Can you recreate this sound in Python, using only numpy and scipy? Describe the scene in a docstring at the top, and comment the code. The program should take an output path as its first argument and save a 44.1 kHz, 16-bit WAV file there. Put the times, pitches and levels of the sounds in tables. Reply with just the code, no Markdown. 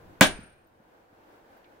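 """On a driveway beside a woodpile, a sledgehammer strikes a steel wedge set in a log, once.
The impact excites free vibration: the steel cracks and sings on one high note, the log thumps and clanks.
Nearby walls reflect the blow, the woodpile scatters it and the yard reverberates faintly.
A few soft bumps and ticks follow over a quiet outdoor background."""
import sys
import numpy as np
from scipy import signal
from scipy.fft import rfft, irfft, next_fast_len
from scipy.io import wavfile
from scipy.ndimage import map_coordinates

SR = 44100
rng = np.random.default_rng(int(sys.argv[2]) if len(sys.argv) > 2 else 0)


def digitize_waveform(pressure):
    """Quantize a signal to 16-bit integers and store it at the path in sys.argv[1].

    Rows of a 2-D input are taken as channels; values are limited to [-1, 1].
    """
    field = np.atleast_2d(pressure).T
    bounded = np.clip(field, -1, 1)
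    quanta = np.round(bounded * 32767).astype(np.int16)
    wavfile.write(sys.argv[1], SR, quanta)


N = 79380
BLOW_S = .2094


def amp(db):
    return 10 ** (np.asarray(db) / 20)

def unit_rms(x):
    return x / np.sqrt(np.mean(x ** 2) + 1e-20)

def along(points, hz):
    """Interpolation of (f/Hz, value) points on a logarithmic frequency axis."""
    f, v = np.transpose(points)
    return np.interp(np.log(hz + 1), np.log(f + 1), v)

def envelope(points):
    """Gain per sample from (t/s, level/dB) points."""
    return amp(np.interp(np.arange(N) / SR, *np.transpose(points)))

def since(s):
    return np.maximum(np.arange(N) / SR - s, 0)

def fade(t, t60, attack_s):
    """Damping: a rise, then exponential decay by 60 dB in t60 seconds."""
    return (1 - np.exp(-t / attack_s)) * np.exp(-np.log(1000) * t / t60)

def push(s, hz, swell_s):
    """Heavily damped motion: one low push of a massive body."""
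    t = since(s)
    return np.sin(2 * np.pi * hz * t) * (t / swell_s * np.exp(1 - t / swell_s)) ** 2

def wobble(rate):
    """Smooth random modulation, rate knots a second."""
    return map_coordinates(rng.standard_normal(N), [np.arange(N) * rate / SR])

def filtered(x, response):
    """Linear filtering: the spectrum of x times a frequency response."""
    m = next_fast_len(N + SR // 4)
    return irfft(rfft(x, m) * response(np.fft.rfftfreq(m, 1 / SR)), m)[..., :N]

def noise(spectrum, coherence):
    """Partial coherence: independent mid and side noise mix to coloured stereo of rms 1."""
    def response(hz):
        angle = np.arccos(np.clip(along(coherence, hz), -1, 1)) / 2
        return amp(along(spectrum, hz)) * [np.cos(angle), np.sin(angle)]
    mid, side = filtered(rng.standard_normal((2, N)), response)
    return unit_rms(np.array([mid + side, mid - side]))


# spectra of the hush and the rumble (f/Hz, relative level/dB)
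HUSH_SPECTRUM = [(25, -12.5), (60, -13), (92, -6), (130, -13), (200, -10), (340, -0.5), (390, -8.5),
                 (460, -0.5), (560, -4), (850, -4), (1280, -12.5), (1520, -9), (1900, -16.5), (3600, -26),
                 (6000, -32), (9000, -36), (15000, -32.5)]
RUMBLE_SPECTRUM = [(20, -5.5), (45, -5.5), (90, 0), (250, -5.5), (500, -15), (2000, -44)]
# ducking of the hush, swell of the rumble (t/s, level/dB)
HUSH_DUCKING = [(0, -54.5), (.2, -55.5), (.5, -63.5), (.8, -62.5), (1.0, -59.5), (1.3, -57), (1.8, -57)]
RUMBLE_LEVEL = [(0, -60.5), (.06, -53.5), (.2, -62), (.42, -58.5), (.6, -67), (1.0, -77), (1.8, -74)]
# left-right likeness of both (f/Hz, coherence)
AIR_COHERENCE = [(50, .88), (200, 0.79), (350, .73), (700, .05), (1400, -0.27), (2800, .1), (5000, -.1),
                 (12000, 0)]
def background(flutter_db=-1.36):
    """Ambient noise: the hush ducks about 8 dB after the blow, as if by a recorder's gain control,
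    then recovers; a low rumble swells and fades."""
    hush = envelope(HUSH_DUCKING) * amp(flutter_db * wobble(14)) * noise(HUSH_SPECTRUM, AIR_COHERENCE)
    return hush + envelope(RUMBLE_LEVEL) * noise(RUMBLE_SPECTRUM, AIR_COHERENCE)


# faint ticks (t/s, level/dB, centre f/Hz, width/octaves, T60/s)
TICK_BANDS = [(.669, -67, 14500, 0.073, 0.06), (1.569, -61.5, 14700, .08, .06),
              (1.643, -60, 2800, 0.48, 0.068), (1.655, -62, 2250, 0.12, 0.11)]
def ticks():
    """Band-limited transients: each tick is a decaying burst of narrow-band noise."""
    out = np.zeros((2, N))
    for s, db, centre_hz, octaves, t60 in TICK_BANDS:
        bell = lambda hz: np.exp(-.5 * (np.log2((hz + 1) / centre_hz) / octaves) ** 2)
        band = unit_rms(filtered(rng.standard_normal((2, N)), bell))
        out += amp(db) * band * fade(since(s), t60, attack_s=.00067)
    return out


# soft impacts (t/s, level/dB)
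BUMP_EVENTS = [(.389, -36), (.433, -46.5), (0.8, -50.5), (1.002, -63.5), (1.128, -54.5)]
def bumps():
    """Damped impacts: boots and the settling hammer give dull, low pulses."""
    return sum(amp(db) * push(s, hz=212, swell_s=.003) for s, db in BUMP_EVENTS)


# spectrum of the shudder (f/Hz, relative level/dB)
SHUDDER_SPECTRUM = [(20, 0), (55, 1.5), (90, -9.5), (200, -33.5), (1000, -68.5)]
# left-right likeness of nearby sources (f/Hz, coherence)
NEAR_COHERENCE = [(150, 0.82), (1000, .92), (4000, 0.88), (12000, 0.2)]
def buffet():
    """Pressure difference: the blow jolts two microphone ports in opposite senses; a shudder follows."""
    jolt = amp(-26.5) * np.array([[1], [-1]]) * push(BLOW_S, hz=65, swell_s=.003)
    shudder = noise(SHUDDER_SPECTRUM, NEAR_COHERENCE) * fade(since(.262), t60=.36, attack_s=.008)
    return jolt + amp([[-32.5], [-34]]) * shudder  # stronger on the left


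# left-right likeness of reflected sound (f/Hz, coherence)
ECHO_COHERENCE = [(40, .85), (150, 0), (350, .8), (700, 0.33), (1400, 0.033), (4000, 0), (12000, .1)]
def diffuse_field(spectrum, t60s, rise_s):
    """Absorption: dense reflections of the blow die away, each frequency at its own rate."""
    hz, t, bands = signal.stft(noise(spectrum, ECHO_COHERENCE), SR, nperseg=512)
    decay = np.exp(-np.log(1000) * np.maximum(t - BLOW_S, 0) / along(t60s, hz)[:, None])
    build_up = 1 - np.exp(-since(BLOW_S) / rise_s)
    return signal.istft(bands * decay, SR)[1][:, :N] * build_up


# spectra of the near scatter and the far echo (f/Hz, relative level/dB)
WOODPILE_SPECTRUM = [(30, -20.5), (100, -18.5), (170, -4), (300, -1.5), (380, -2.5), (450, -11.5),
                     (640, -3), (900, -5), (1300, -7), (1600, 0), (2000, -6.5), (3400, -4.5), (5000, -14.5),
                     (7000, -14), (10000, -23), (12000, -25), (15500, -21)]
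YARD_SPECTRUM = [(40, -4), (250, -2), (620, -2.5), (1150, -9), (1560, -1), (2050, -9), (2400, -4.5),
                 (3000, -11), (6000, -15.5), (10000, -22), (13000, -27), (15500, -33)]
# their reverberation times (f/Hz, T60/s)
WOODPILE_DECAY = [(40, .4), (200, .25), (1000, .2), (3000, .18), (8000, .175), (15000, 0.11)]
YARD_DECAY = [(100, .7), (1500, .75), (2600, .72), (5000, 0.58), (9000, .36), (14000, .28)]
def reverberation():
    """Scattering: woodpile and driveway return the blow at once, the yard later and faintly."""
    woodpile = diffuse_field(WOODPILE_SPECTRUM, WOODPILE_DECAY, rise_s=.0078)
    yard = diffuse_field(YARD_SPECTRUM, YARD_DECAY, rise_s=.02)
    return amp(-7) * woodpile + amp(-35) * yard


# distinct echoes (delay t/s, level/dB)
WALL_ECHOES = [(.0088, -18), (0.0148, -12.5), (0.021, -15.5)]
# their spectrum (f/Hz, relative level/dB)
WALL_SPECTRUM = [(300, -8), (1000, -1), (3500, -0.5), (7000, -3.5), (10000, -15), (16000, -19.5)]
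def walls():
    """Early reflection: walls and railing return short bursts, each delayed by its path."""
    out = np.zeros((2, N))
    for delay, db in WALL_ECHOES:
        burst = fade(since(BLOW_S + delay), t60=.018, attack_s=.0012)
        out += amp(db) * noise(WALL_SPECTRUM, ECHO_COHERENCE) * burst
    return out


# high modes of the steel (f/Hz)
STEEL_MODES = (8850, 8868, 8884, 8878, 13450)
# strength and damping, one row a mode (left level/dB, right level/dB, T60/s)
STEEL_DECAYS = [(-51, -42, .62), (-47, -46, .66), (-42, -50, .68), (-18, -21, .24), (-21, -24, .16)]
def steel_ring(waver_rad=.35, flutter_db=2.5, knots_per_s=85):
    """Beating: close high modes swell and interfere; the strongest die first, the rest flutter on."""
    t, ring = since(BLOW_S), np.zeros((2, N))
    for hz, (left_db, right_db, t60) in zip(STEEL_MODES, STEEL_DECAYS):
        waver = waver_rad * np.array([wobble(knots_per_s), wobble(knots_per_s)])
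        tone = np.sin(2 * np.pi * hz * t + waver + rng.uniform(0, 2 * np.pi, (2, 1)))
        ring += amp([[left_db], [right_db]]) * tone * fade(t, t60, attack_s=.025)
    return ring * amp(flutter_db * wobble(knots_per_s))


# modes of log and wedge (f/Hz, relative level/dB, T60/s)
CLANK_MODES = [(217, -1.5, 0.14), (312, -9, .24), (527, 0, 0.13), (608, -7.5, 0.22), (648, -10, .2),
               (762, -14.5, .24), (1025, -1.5, .1), (1552, -10, .25), (1648, -9, 0.22), (1662, -6, 0.14),
               (2307, -8, 0.22), (3034.4, -8, 0.13), (3397, -12, .16), (4010, -15.5, .15)]
def log_and_wedge(spread_rad=.35):
    """Modal superposition: the log takes one low push and clanks with the wedge in damped modes."""
    thump = push(BLOW_S + .0025, hz=226, swell_s=.0028)
    t, clank = since(BLOW_S), np.zeros((2, N))
    for hz, db, t60 in CLANK_MODES:
        spread = spread_rad * np.log1p(hz / 527)  # higher modes differ more between the ears
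        phase = rng.uniform(0, 2 * np.pi) + spread * rng.standard_normal((2, 1))
        clank += amp(db) * np.sin(2 * np.pi * hz * t + phase) * fade(t, t60, attack_s=.001)
    return amp(-1.5) * thump + amp(-14.5) * clank


# spectra of first contact and of steel on steel (f/Hz, relative level/dB)
KNOCK_SPECTRUM = [(60, -27.5), (200, -5), (500, -5.5), (1050, 1.5), (1600, -0.5), (2400, -4.5),
                  (3200, -11.5), (6000, -23), (16000, -33)]
CRACK_SPECTRUM = [(1000, -20.5), (4000, -3.5), (5500, -9.5), (7500, 5), (9000, -7.5), (10300, 0),
                  (12500, -11.5), (16000, -4)]
def hammer_contact():
    """Impulsive excitation: brief contact gives broadband sound, a blunt knock and a bright crack."""
    knock = noise(KNOCK_SPECTRUM, NEAR_COHERENCE) * fade(since(BLOW_S), t60=.05, attack_s=.00088)
    crack = noise(CRACK_SPECTRUM, NEAR_COHERENCE) * fade(since(BLOW_S + .0006), t60=.0093, attack_s=1e-4)
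    return amp(-5) * knock + amp([[-4.3], [-4.7]]) * crack


def scene():
    """Superposition: the pressures of all sources and their reflections add."""
    blow = hammer_contact() + log_and_wedge() + steel_ring()
    return blow + walls() + reverberation() + buffet() + bumps() + ticks() + background()

def record(dry, ceiling=.86, cutoff_hz=15950):
    """Saturation and band limiting: the highest peaks are rounded off, then a steep low-pass acts."""
    rounded = dry / (1 + np.abs(dry / ceiling) ** 6) ** (1 / 6)
    return filtered(rounded, lambda hz: 1 / (1 + (hz / cutoff_hz) ** 160))


dry = scene()
out = record(dry)
digitize_waveform(out)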